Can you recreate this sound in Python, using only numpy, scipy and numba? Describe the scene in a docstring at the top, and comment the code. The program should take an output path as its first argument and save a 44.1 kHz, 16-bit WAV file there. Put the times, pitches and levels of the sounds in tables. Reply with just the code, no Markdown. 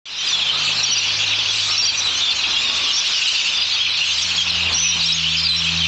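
"""A flock of lorikeets screeches in the palms at dusk, hundreds of voices scattered by the crowns
over a rustle of fronds and town. The nearest birds whistle short arching notes and chirp. A motor
hums, wings whirr past now and then, and a bigger bird calls far off. A distant engine takes over
from the motor, slowly dropping in pitch. From 2.3 s come a brief faint drone and harsh near squawks;
near the end one bird warbles and the engine grows louder."""
import sys
import numpy as np
from scipy import signal
from scipy.fft import rfft, irfft, next_fast_len
from scipy.io import wavfile
from scipy.ndimage import uniform_filter1d
from numba import njit

SR = 44100
rng = np.random.default_rng(int(sys.argv[2]) if len(sys.argv) > 2 else 0)


def store_wav(level_fs):
    """Save 16-bit WAV to argv[1]."""
    pcm = np.round(np.clip(np.atleast_2d(level_fs), -1, 1) * 32767)
    wavfile.write(sys.argv[1], SR, pcm.T.astype(np.int16))


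N = 258867
T = np.arange(N) / SR


def undb(db):
    """Decibels to gain."""
    return 10 ** (np.asarray(db) / 20)


def unit(x):
    """Scale to rms 1."""
    return x / np.sqrt(np.mean(x ** 2) + 1e-18)


def curves(table):
    """Interpolate each column linearly over the first, time_s."""
    time_s, *columns = np.transpose(table)
    return [np.interp(T, time_s, column) for column in columns]


def add(out, start_s, x):
    """Mix x into out at start_s."""
    i = int(np.clip(start_s * SR, 0, N))
    out[i:i + len(x)] += x[:N - i]


def colour(x, points):
    """Filter by (freq_hz, gain_db) points."""
    freq_hz, gain_db = np.transpose(points)
    size = next_fast_len(N)
    bin_hz = np.maximum(np.arange(size // 2 + 1) * SR / size, 1)
    gain = undb(np.interp(np.log(bin_hz), np.log(freq_hz), gain_db))
    return irfft(rfft(x, size) * gain, size)[:N]


def noise(points):
    """Noise of rms 1, shaped by (freq_hz, gain_db) points."""
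    return unit(colour(rng.standard_normal(N), points))


def whiten(x):
    """Flatten the long-term spectrum, keep the fine detail."""
    size = next_fast_len(N)
    bins = rfft(x, size)
    power = uniform_filter1d(abs(bins) ** 2, size=1500)
    return irfft(bins / np.sqrt(abs(power) + power.mean() * 1e-5), size)[:N]


def wander(t, rate_hz):
    """Straight lines between bounded random values of spread 1."""
    knots = np.sqrt(3) * rng.uniform(-1, 1, size=512)
    return np.interp(t * rate_hz % len(knots), np.arange(len(knots)), knots)


def note(length_s, pitches_hz, rough, edge_s=0.0033, flutter_db=2.0, throb_db=5, overtone_db=-23):
    """Syrinx note: a near sine on a curved glide; strain makes it trill, rasp, curl and throb."""
    t = np.arange(int(length_s * SR)) / SR
    u = t / t[-1]
    start_hz, middle_hz, end_hz = pitches_hz
    glide_hz = start_hz * (1 - u) * (1 - 2 * u) + middle_hz * 4 * u * (1 - u) + end_hz * u * (2 * u - 1)
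    trill_hz = rng.uniform(70, 300.4)
    trill = np.sin(2 * np.pi * (trill_hz * t + rng.random()))
    rasp = 0.0882 * wander(t, rate_hz=900)
    curl = 0.0606 * wander(t, rate_hz=90.24)
    pitch_hz = glide_hz * (1 + rough * (rasp + 0.071 * trill + curl))
    pressure = np.clip(np.minimum(t, t[-1] - t) / edge_s, 0, 1)
    sag = 1 - 0.14 * (1 - pressure) ** 2  # low air pressure flattens both ends
    phase = 2 * np.pi * np.cumsum(pitch_hz * sag) / SR
    envelope = pressure * undb(flutter_db * wander(t, rate_hz=170) + min(rough, 1) * throb_db * trill)
    return unit(envelope * (np.sin(phase) + undb(overtone_db) * np.sin(2 * phase)))


def sing(table, glide, rough):
    """Play a table of notes; glide is the (start, end) pitch as a ratio to mid-note."""
    out = np.zeros(N)
    for start_s, length_s, pitch_hz, level_db in table:
        pitches_hz = (pitch_hz * glide[0], pitch_hz, pitch_hz * glide[1])
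        add(out, start_s, undb(level_db) * note(length_s, pitches_hz, rough))
    return out


def trees(x, wet_db, t60_s):
    """Trunks and walls return sparse, decaying echoes."""
    t = np.arange(SR) / SR
    taps = rng.standard_normal(SR) * (rng.random(SR) < .03) * (t > .006)
    echoes = taps * np.exp(-np.log(1000) * t / t60_s)
    return x + undb(wet_db) * signal.fftconvolve(x, echoes / np.linalg.norm(echoes))[:N]


def crowd(low_hz, high_hz, bend, rough, spread_db, count):
    """Birds take turns, each note with its own distance, pitch, arch and strain; most notes fall."""
    out = np.zeros(N)
    golden = (np.sqrt(5) - 1) / 2  # step that keeps successive pitches apart
    for k, (delay, span, detune, strain, nearness, slope, arch) in enumerate(rng.random((count, 7))):
        pitch_hz = low_hz * (high_hz / low_hz) ** ((k * golden + detune / 2) % 1)
        tilt = bend * (2 * slope - 1.2) * arch
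        pitches_hz = pitch_hz * np.array([1 - tilt, 1 + bend * (arch - .3), 1 + tilt])
        start_s = (k + delay) / count * N / SR
        length_s = 0.0199 + 0.054 * span ** 2
        add(out, start_s, undb(spread_db * nearness) * note(length_s, pitches_hz, rough * strain))
    return unit(out)


# Flock spectrum: freq_hz, gain_db
FLOCK_SPECTRUM = [(500, -35), (1100, -18), (1900, -16), (2200, -11.5), (2450, -3), (2750, 0), (4000, -1.5),
                  (5100, -7), (5900, -9.5), (6500, -14.5), (7400, -17), (8500, -32)]
# Flock treble swells: time_s, relative_db
FLOCK_TREBLE = [(0.32, -31.3), (0.48, -33.5), (0.62, -26.5), (0.92, -29.5), (1.12, -27.5), (1.45, -30.5),
                (1.68, -25.5), (1.9, -31.5), (2.3, -30.5), (2.75, -28), (3.35, -25), (3.72, -31),
                (3.9, -33.5), (4.18, -26.5), (4.68, -32), (5.36, -30.3), (5.53, -37.2), (5.66, -31.5)]


def flock(chatter_db=-20.5, treble_gain_db=1.6):
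    """Calls from the next trees over the din of the roost; the furthest birds merge into hiss."""
    chirps = crowd(3000, 4900, bend=.21, rough=.33, spread_db=3.0, count=360)
    squeals = crowd(4600, 6500, bend=0.065, rough=.4, spread_db=4.5, count=130)
    squawks = crowd(3200, 5400, bend=.1, rough=1.384, spread_db=3.5, count=380)
    din = crowd(2700, 7200, bend=.15, rough=1.0, spread_db=4.0, count=900)
    hiss = noise([(1500, -3), (2300, 3.5), (2700, 2.5), (3200, -1), (4000, -3), (9000, -2)])
    nearer = trees(chirps + undb(-7) * squeals + undb(-2) * squawks, wet_db=-10, t60_s=.45)
    roost = undb(-2) * trees(din, wet_db=-3, t60_s=.4) + undb(-7) * hiss
    voices = colour(whiten(nearer + roost), FLOCK_SPECTRUM)
    chatter = colour(voices, [(4200, 0), (4700, -30)])
    treble_db = treble_gain_db + curves(FLOCK_TREBLE)[0]
    return unit(chatter) * undb(chatter_db) + unit(voices - chatter) * undb(treble_db)


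# Rustle spectrum: freq_hz, gain_db
RUSTLE_SPECTRUM = [(20, -16.5), (55, 4), (130, -5.5), (260, 0.5), (400, -1), (600, 1), (1000, 5),
                   (1400, 3.5), (2100, -1.5), (3500, -21.5)]
# Rustle envelope: time_s, level_db
RUSTLE_LEVEL = [(.06, -40), (.3, -37), (.7, -34.5), (1.1, -38), (2, -37), (2.75, -35), (3.15, -39.5),
                (4.1, -42), (4.7, -35), (5.2, -45), (5.87, -38.5)]


def rustle(flicker_db=2.05):
    """Soft, flickering noise of fronds and town."""
    return noise(RUSTLE_SPECTRUM) * undb(curves(RUSTLE_LEVEL)[0] + flicker_db * wander(T, rate_hz=30))


# Arching whistles: start_s, length_s, pitch_hz, level_db
ARCHING_WHISTLES = [(.178, 0.048, 5900, -29), (.265, 0.03, 4860, -23), (.285, 0.035, 6010, -26.5),
                    (.83, 0.024, 5770, -17), (.908, 0.04, 5850, -18.5), (.955, 0.035, 4770, -23),
                    (.978, 0.023, 5850, -20), (1.703, 0.037, 5550, -23.5), (1.777, 0.046, 5590, -17),
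                    (1.822, .035, 4720, -17), (1.85, 0.025, 5710, -17), (1.973, 0.033, 6000, -21),
                    (3.57, 0.011, 4950, -22), (3.612, 0.032, 4930, -21), (3.712, .05, 4590, -24.5),
                    (3.895, 0.032, 4000, -25), (5.03, 0.031, 4960, -23.5), (5.056, 0.022, 5570, -20),
                    (5.138, 0.034, 6600, -24.5), (5.425, 0.023, 5180, -21.5), (5.447, 0.03, 4760, -16.5),
                    (5.563, 0.041, 5540, -22.5)]
# Falling notes that level out: start_s, length_s, pitch_hz, level_db
FALLING_NOTES = [(.325, .04, 3435, -18), (.418, 0.024, 3280, -20.5), (.858, 0.056, 4470, -22.5),
                 (1.485, 0.039, 3320, -22.5), (1.872, 0.035, 4590, -17.5), (2.042, 0.058, 3905, -20),
                 (2.208, 0.11, 3540, -20), (2.628, 0.075, 3700, -22.5), (3.285, 0.035, 2800, -28),
                 (4.055, .09, 6300, -32), (4.36, .07, 6510, -31.5), (4.375, .055, 3253, -19),
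                 (4.495, 0.018, 4060, -20.5), (5.085, 0.044, 3850, -17.5), (5.485, 0.084, 4000, -17.5),
                 (5.8, 0.061, 3090, -20.5)]
# Steeply dropping chips: start_s, length_s, pitch_hz, level_db
STEEP_CHIPS = [(.383, 0.023, 3160, -20.5), (1.218, .028, 3580, -25), (1.265, 0.022, 3770, -25.5),
               (1.385, 0.048, 3300, -21), (3.35, .035, 3810, -24), (3.845, 0.036, 3000, -22.5),
               (4.67, 0.022, 2690, -20.5), (5.61, 0.016, 3180, -20), (5.77, .02, 4290, -24)]
# Rising chirps: start_s, length_s, pitch_hz, level_db
RISING_CHIRPS = [(.462, .034, 3450, -23), (.484, .035, 3020, -20), (.712, .022, 3010, -21.5),
                 (1.32, .052, 3025, -31), (2.148, .06, 6300, -29), (2.56, .046, 3400, -18.5),
                 (2.93, .075, 5630, -22), (3.04, .04, 2890, -26), (3.79, .048, 3220, -19),
                 (4.092, .045, 3020, -25), (5.121, .016, 5280, -16)]


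def near_calls():
    """Birds in the nearest palm whistle and chirp with little strain."""
    return (sing(ARCHING_WHISTLES, glide=(.94, .94), rough=.12)
            + sing(FALLING_NOTES, glide=(1.05, 1), rough=.1)
            + sing(STEEP_CHIPS, glide=(1.14, .81), rough=.18)
            + sing(RISING_CHIRPS, glide=(.94, 1.06), rough=.14))


def hum(pitch_hz, level_db, waver_db=2.0):
    """One machine partial, wavering on its way from afar."""
    phase = 2 * np.pi * np.cumsum(pitch_hz) / SR
    return np.sqrt(2) * np.sin(phase) * undb(level_db + waver_db * wander(T, rate_hz=9.9))


# Motor partials: time_s, pitch_hz, hum_relative_db, fifth_relative_db
MOTOR_PARTIALS = [(.2, 103, -64, -56.5), (.55, 103, -51, -44.5), (.65, 103.5, -44.5, -42.5),
                  (1, 104, -44.5, -50), (1.35, 104, -43, -56.5), (1.8, 105, -47, -56), (2.8, 108, -60, -63)]


def motor():
    """A motor hums on two partials a fifth apart."""
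    pitch_hz, hum_db, fifth_db = curves(MOTOR_PARTIALS)
    return hum(pitch_hz, hum_db) + hum(1.5 * pitch_hz, fifth_db)


# Wingbeat bursts: start_s, length_s, level_db
WING_BURSTS = [(0.514, 0.44, -43), (2.416, 0.27, -41), (4.633, 0.17, -34), (4.936, 0.093, -32.5)]


def wings(beat_hz=19):
    """Small wings whirr past: noise pulsed at the beat rate."""
    envelope = np.zeros(N)
    for start_s, length_s, level_db in WING_BURSTS:
        t = np.arange(int(length_s * SR)) / SR
        beats = 1 - 0.42 * np.cos(2 * np.pi * beat_hz * t)
        add(envelope, start_s, undb(level_db) * np.hanning(len(t)) ** .5 * beats)
    return envelope * noise([(40, 1), (240, 5.0), (400, -7), (900, 6.5), (4000, -14)])


# Far bird's calls: start_s, length_s, pitch_hz, level_db
FAR_CALLS = [(.53, .078, 1330, -37.5), (.59, 0.091, 1230, -39.5), (1.66, .08, 1250, -40),
             (2.62, .38, 1140, -41), (3.09, .2, 1500, -43)]


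def far_bird():
    """A bigger bird calls through the trees, low and hoarse."""
    return trees(sing(FAR_CALLS, glide=(.94, 1.02), rough=.35), wet_db=-10, t60_s=.28)


# Engine exhaust: time_s, firing_hz, first_harmonic_relative_db, second_harmonic_relative_db
ENGINE_EXHAUST = [(0, 91.7, -82, -81), (2, 88.9, -50, -67), (3.4, 84.9, -58, -57.5),
                  (4.1, 84.5, -48, -54.5), (4.4, 85.6, -46, -45.5), (4.68, 84, -36.5, -40.5),
                  (5.05, 83.1, -42.5, -38), (5.3, 81.2, -40.5, -35.5), (5.5, 82.8, -39, -35.5),
                  (5.8, 83, -33, -33.5)]


def engine():
    """A distant engine; only the four lowest exhaust harmonics carry this far."""
    firing_hz, first_db, second_db = curves(ENGINE_EXHAUST)
    out = hum(firing_hz, first_db)
    for harmonic, offset_db in [(2, 0), (3, -17), (4, -28)]:
        out += hum(harmonic * firing_hz, second_db + offset_db)
    return out


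# Low drone: start_s, length_s, pitch_hz, level_db
DRONE_SWELLS = [(2.3, .7, 240, -50.5)]


def drone():
    """A faint, unsteady tone swells and fades far away."""
    out = np.zeros(N)
    for start_s, length_s, pitch_hz, level_db in DRONE_SWELLS:
        t = np.arange(int(length_s * SR)) / SR
        phase = 2 * np.pi * np.cumsum(pitch_hz * (1 + 0.088 * wander(t, rate_hz=60))) / SR
        add(out, start_s, undb(level_db) * np.sin(np.pi * t / length_s) * unit(np.sin(phase)))
    return out


# Harsh squawks: start_s, length_s, pitch_hz, level_db
HARSH_SQUAWKS = [(2.303, .034, 4170, -20.5), (2.355, 0.019, 6540, -28.5), (2.435, 0.034, 2614, -22.5),
                 (2.96, 0.045, 5680, -26.5), (3.275, 0.024, 3930, -18), (4.005, .046, 2700, -20),
                 (4.215, .03, 5880, -28), (4.725, 0.018, 4330, -19), (5.005, 0.044, 4080, -20),
                 (5.365, .055, 4900, -22)]


def near_squawks():
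    """Near birds strain the syrinx into rough, falling notes."""
    return sing(HARSH_SQUAWKS, glide=(1.08, .94), rough=.51)


# Warbled run: start_s, length_s, pitch_hz, level_db
WARBLE_RUNS = [(4.742, .175, 6080, -18)]


def warble(count=5, droop=.05):
    """Arching notes back to back, highest in mid-run."""
    run = []
    for start_s, length_s, pitch_hz, level_db in WARBLE_RUNS:
        note_s = length_s / count
        for k, u in enumerate(np.linspace(-1, 1, count)):
            run.append((start_s + k * note_s, note_s, pitch_hz * (1 - droop * u ** 2), level_db))
    return sing(run, glide=(.96, .94), rough=.12)


def scene(traffic_gain_db=0.5):
    """Mono mix: near birds in front of the roost and the background."""
    near = trees(near_calls() + near_squawks() + warble(), wet_db=-10.5, t60_s=.8)
    birds = near + flock() + far_bird()
    background = rustle() + wings() + undb(traffic_gain_db) * (engine() + motor()) + drone()
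    return (birds + background)[None]


@njit
def follow(power, attack_s, release_s):
    """Level detector with separate rise and fall times."""
    out, level = np.empty(len(power)), power[0]
    for i in range(len(power)):
        level += (power[i] - level) / (SR * (attack_s if power[i] > level else release_s))
        out[i] = level
    return out


def record(dry, knee_db=-23, ratio=2.54, makeup_db=3, start_s=.055, fade_s=.22):
    """The sound cuts in and fades up; gain control ducks the mix under loud calls; the top is cut."""
    rolloff_hz, cutoff_hz = 7600, 8900
    power = follow(uniform_filter1d(dry[0] ** 2, size=220), attack_s=.0072, release_s=.045)
    over_db = np.maximum(10 * np.log10(abs(power) + 1e-18) - knee_db, 0)
    fade_db = -13.5 * np.clip(1 - (T - start_s) / fade_s, 0, 1)
    held = dry * undb(makeup_db - over_db * (1 - 1 / ratio) + fade_db) * (T > start_s)
    dull = signal.sosfilt(signal.butter(6, rolloff_hz, fs=SR, output="sos"), held)
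    return signal.sosfilt(signal.ellip(10, .2, 80, cutoff_hz, fs=SR, output="sos"), dull)


dry = scene()
out = record(dry)
store_wav(out)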